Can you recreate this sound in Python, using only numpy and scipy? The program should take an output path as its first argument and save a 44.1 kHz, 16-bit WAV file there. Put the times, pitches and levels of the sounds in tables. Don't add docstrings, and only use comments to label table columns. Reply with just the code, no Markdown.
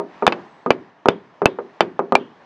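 import sys
import numpy as np
from scipy import signal
from scipy.io import wavfile
from scipy.ndimage import uniform_filter1d

SR = 44100
rng = np.random.default_rng(int(sys.argv[2]) if len(sys.argv) > 2 else 0)


def to_wav(sig):
    pcm = np.clip(np.atleast_2d(sig), -1, 1) * 32767
    pcm = np.round(pcm).astype(np.int16)
    wavfile.write(sys.argv[1], SR, pcm.T)


def gain_from_db(level_db):
    decades = np.asarray(level_db, float) / 20
    return 10 ** decades


N = 108045

# pitch_hz, level_db
ROAD_COLOUR = [(30, -23.5), (80, -6), (115, -14.5), (160, -6.5), (800, -4.5), (2500, -16), (6300, -30),
               (12000, -62)]
# pitch_hz, width_hz, level_db
ROAD_HUMS = [(150, 25, 5), (950, 300, 5), (1780, 200, 5)]
# time_s, level_db
ROAD_LEVEL = [(0, -2), (.15, 5), (.6, 2.5), (1, -0.5), (1.35, -0.5), (1.75, -2.5), (2.1, -3.5), (2.45, -1)]
# pitch_hz, likeness_0_to_1
PORT_LIKENESS = [(60, 0.77), (240, 0.9), (950, 1.0), (3770, 0.97), (15000, 0.66)]
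# start_s, peak_db, thud_pitch_hz
TAPS = [
    (-.012, -3, 800),
    (.2236, -5, 800),
    (.6615, -4.5, 780),
    (1.0576, .5, 800),
    (1.4184, -3.5, 800),
    (1.5872, -14, 800),
    (1.9922, -2.5, 880),
    (2.1223, .5, 800),
]
# door_ring_db, rattle_db, tick_db
TAP_SHARES = [(-7.5, -8, -6), (-5, -8, -9), (-5, -10.5, -3), (-5, -7.5, 6), (-8.5, -7.5, -3),
              (-17, -14, -3), (-12.5, -5, 6), (-6, -5, 1.5)]
# pitch_hz, level_db, t60_s
DOOR_MODES = [(179.2, -9.5, 0.36), (245.3, -9, .25), (289.4, -14, .3), (347.3, -4.5, 0.26),
              (373.6, -5.5, 0.31), (400.5, -0.5, 0.26), (477, 1, 0.12), (515, -11, 0.17), (626, -9.5, .14),
              (697, -12, 0.19), (826, -7, 0.043), (936.5, -7, 0.14), (1200, 1.5, 0.066),
              (1620, -25.5, 0.024)]
# pitch_hz, level_db, t60_s
TRIM_MODES = [(670, -6, .04), (880, -6, .04), (1160, -6, .035), (1450, -10, .04), (1760, -9, .04),
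              (2350, 0, .035), (2600, -2, .035), (3050, -9, .04), (3500, -12, .04), (4600, -18, .03)]
# pitch_hz, level_db_per_hz
RATTLE_COLOUR = [(60, -40), (150, -14.5), (370, -3.5), (960, -2.5), (2400, -11.5), (4500, -28.5),
                 (8000, -47), (15000, -85.5)]
# pitch_hz, t60_s
RATTLE_T60 = [(100, 0.91), (300, 0.38), (700, 0.097), (1800, 0.056), (5000, 0.088), (12000, .05)]
# pitch_hz, level_db
YARD_TILT = [(200, -4), (1000, 8.5), (3500, 5.5), (8000, 8.5)]
# start_s, end_s, pitch_hz, width_share, level_db
FAR_TONES = [
    (.43, .66, 7900, .01, -82),
    (.12, .19, 5300, .12, -74),
]
# start_s, peak_db, pitch_hz, t60_s
CREAKS = [(.195, -45, 600, .04), (.33, -30, 1100, .07), (.585, -52, 1800, .03), (1.11, -47, 3300, .25),
          (1.16, -41, 900, .04), (1.485, -48, 3500, .25), (1.855, -33, 420, .04), (1.98, -54, 3500, .02),
          (2.18, -45, 3100, .35), (2.275, -40, 400, .04), (2.316, -56, 3000, .02)]
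# start_s, peak_before_overload_db, end_pitch_hz, swings, rattle_db
BLOWS = [
    (0.2666, 7, 810, 1.74, 10.5),
    (0.2773, 11, 480, 1.46, 5.5),
    (.3230, -6, 1300, 1.4, 1),
    (0.7053, 10, 407, 1.844, 7),
    (1.0856, 14.5, 350.5, 1.74, 8),
    (1.457, 18.5, 387, 1.556, 7.5),
    (1.8066, 10, 602, 1.86, 9.5),
    (2.1529, 10, 680, 2.34, 6),
]


def evened(x):
    return x / np.sqrt(np.mean(x ** 2) + 1e-20)


def read(points, hz):
    f, value = np.transpose(points)
    return np.interp(np.log(hz + 1), np.log(f + 1), value)


def add(mix, s, sound):
    at = round(s * SR)
    sound = sound[max(-at, 0):]
    part = mix[max(at, 0):][:len(sound)]
    part += sound[:len(part)]


def span(s):
    return np.arange(0, s, 1 / SR)


def band(x, lo_hz, hi_hz):
    sos = signal.butter(2, [lo_hz, min(hi_hz, .45 * SR)], "band", fs=SR, output="sos")
    return signal.sosfilt(sos, x)


def road():
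    road_db, patch_db, swell_db = -49, 1, 1.89
    frames, hz = N // 256 + 5, np.fft.rfftfreq(1024, 1 / SR)
    a, b, c, d, patches = rng.standard_normal((frames, 513, 5)).T
    patches = uniform_filter1d(patches, size=10, axis=0)
    patches = evened(uniform_filter1d(patches, size=14, axis=1))
    t = np.arange(frames) * 256 / SR
    swell_hz = np.geomspace(.3, 5, num=20)
    swell = evened(sum(np.sin(2 * np.pi * (f * t + rng.random())) / np.sqrt(f) for f in swell_hz))
    hums = sum(db * np.exp(-((hz - f) / width) ** 2) for f, width, db in ROAD_HUMS)
    colour = read(ROAD_COLOUR, hz) + hums
    same = np.clip(read(PORT_LIKENESS, hz), -1, 1)[:, None]
    left = a + 1j * b
    right = same * left + np.sqrt(1 - same ** 2) * (c + 1j * d)
    drift_db = np.interp(t, *np.transpose(ROAD_LEVEL))
    level_db = colour[:, None] + patch_db * patches + swell_db * swell + drift_db
    z = np.array([left, right]) * gain_from_db(level_db)
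    return gain_from_db(road_db) * evened(signal.istft(z, nperseg=1024, noverlap=768)[1][:, :N])


def ring(modes, rise_s):
    spread_db = 5
    t, (hz, db, t60) = span(.6), np.transpose(modes)[:, :, None]
    level_luck, pitch_luck, phase_luck = rng.standard_normal((3, len(modes), 1))
    start = np.pi * np.arange(len(modes))[:, None] + 1.2 * phase_luck
    fall = gain_from_db(db + spread_db * level_luck - 60 * t / t60)
    waves = fall * np.sin(2 * np.pi * hz * (1 + .01 * pitch_luck) * t + start)
    return (1 - np.exp(-t / rise_s)) * waves.sum(0)


def rattle():
    yard_db, yard_t60_s = -27.5, 0.41
    hz, t, z = signal.stft(rng.standard_normal(SR // 2 + 4000), SR, nperseg=256, noverlap=192)
    colour = gain_from_db(read(RATTLE_COLOUR, hz))[:, None]
    panel = gain_from_db(-60 * t / read(RATTLE_T60, hz)[:, None])
    yard = gain_from_db(yard_db + read(YARD_TILT, hz)[:, None] - 60 * t / yard_t60_s)
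    x = signal.istft(z * colour * (panel + yard), SR, nperseg=256, noverlap=192)[1]
    rise = np.minimum(span(1)[:len(x)] / 0.001, 1)
    return x / np.sqrt(np.mean(colour ** 2)) * rise


def tap(db, hz, ring_db, rattle_db, tick_db):
    door_db, trim_db, dull_db, dull_hz = -13.5, -31.5, -11.5, 1400
    tick_level_db, tick_hz, tick_spread, tick_t60_s = -31, 4000, 1.6, 0.0082
    t = span(.6)
    contact = np.exp(-((hz * t - 0.67) / 0.5) ** 2)
    thud = contact * np.sin(2 * np.pi * hz * t) * np.minimum(10 * hz * t, 1)
    tick = band(rng.standard_normal(len(t)), tick_hz / tick_spread, tick_hz * tick_spread)
    tick = evened(band(tick, 1400, 5100))
    tick = gain_from_db(tick_level_db + tick_db - 60 * t / tick_t60_s) * tick * np.minimum(t / 0.00079, 1)
    dull = band(rattle()[:len(t)], 169, dull_hz)
    dull = band(dull, 170, 2 * dull_hz)
    dull = np.pad(dull, (0, len(t) - len(dull)))
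    after = gain_from_db(door_db + ring_db) * ring(DOOR_MODES, 0.001)
    after = after + gain_from_db(dull_db + rattle_db) * dull
    after = after + gain_from_db(trim_db + rattle_db) * ring(TRIM_MODES, .0005)
    return gain_from_db(db) * (thud + tick) + after


def far_tones():
    t, out = np.arange(N) / SR, np.zeros(N)
    for start, end, hz, share, db in FAR_TONES:
        on = np.clip(np.minimum(t - start, end - t) / .03, 0, 1)
        tone = evened(band(rng.standard_normal(N), hz * (1 - share), hz * (1 + share)))
        out += gain_from_db(db) * on * tone
    return out


def creak(db, hz, t60):
    t = span(.25)
    noise = evened(band(rng.standard_normal(len(t)), hz / 1.1, hz * 1.06))
    return gain_from_db(db - 60 * t / t60) * noise * np.minimum(20 * t / t60, 1)


def blow(db, end_hz, swings, rattle_db):
    start_hz, glide_s, rise_s = 1741, 0.000597, .0006
    crack_db, crack_t60_s = -18.5, 0.014
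    door_db, trim_db, loose_db = -36, -19, -24.5
    t = span(.6)
    turns = np.cumsum(end_hz + (start_hz - end_hz) * np.exp(-t / glide_s)) / SR
    contact = np.minimum(t / rise_s, 1) * np.exp(-(turns / swings) ** 6)
    swing = -contact * np.sin(2 * np.pi * turns)
    crack = band(rng.standard_normal(len(t)), 1800, 4620)
    crack = evened(band(crack, 1200, 4300))
    crack = gain_from_db(crack_db - 60 * t / crack_t60_s) * crack * np.minimum(t / 0.00025, 1)
    loose = band(rattle()[:len(t)], 110, 13000)
    loose = np.pad(loose, (0, len(t) - len(loose)))
    after = gain_from_db(door_db) * ring(DOOR_MODES, .002) + gain_from_db(trim_db) * ring(TRIM_MODES, 0.00033)
    after = after + gain_from_db(loose_db) * loose + crack
    return gain_from_db(db) * swing + gain_from_db(rattle_db) * after


def knocks():
    mix = np.zeros(N)
    for (s, *row), shares in zip(TAPS, TAP_SHARES):
        add(mix, s, tap(*row, *shares))
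    for s, *row in CREAKS:
        add(mix, s, creak(*row))
    for s, *row in BLOWS:
        add(mix, s, blow(*row))
    return mix


def scene():
    treble_side_db, low_side_db, lean_db = -11, -25, .4
    hits = knocks()
    side = gain_from_db(treble_side_db) * np.roll(band(hits, 3500, 15000), shift=3)
    side = side + gain_from_db(low_side_db) * np.roll(band(hits, 40, 1500), shift=12)
    ports = np.array([(hits + side) * gain_from_db(-lean_db), hits - side])
    return ports + road() + far_tones()


def top_cut(x):
    return signal.sosfilt(signal.butter(12, 16510, fs=SR, output="sos"), x)


def record(dry):
    low_hz, top_hz, ceiling, knee = 130, 7200, 1.0, 16
    thin = signal.sosfilt(signal.butter(2, low_hz, "high", fs=SR, output="sos"), dry)
    clipped = thin / (1 + abs(thin / ceiling) ** knee) ** (1 / knee)
    dull = signal.sosfilt(signal.butter(1, top_hz, fs=SR, output="sos"), clipped)
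    return top_cut(dull)


dry = scene()
out = record(dry)
to_wav(out)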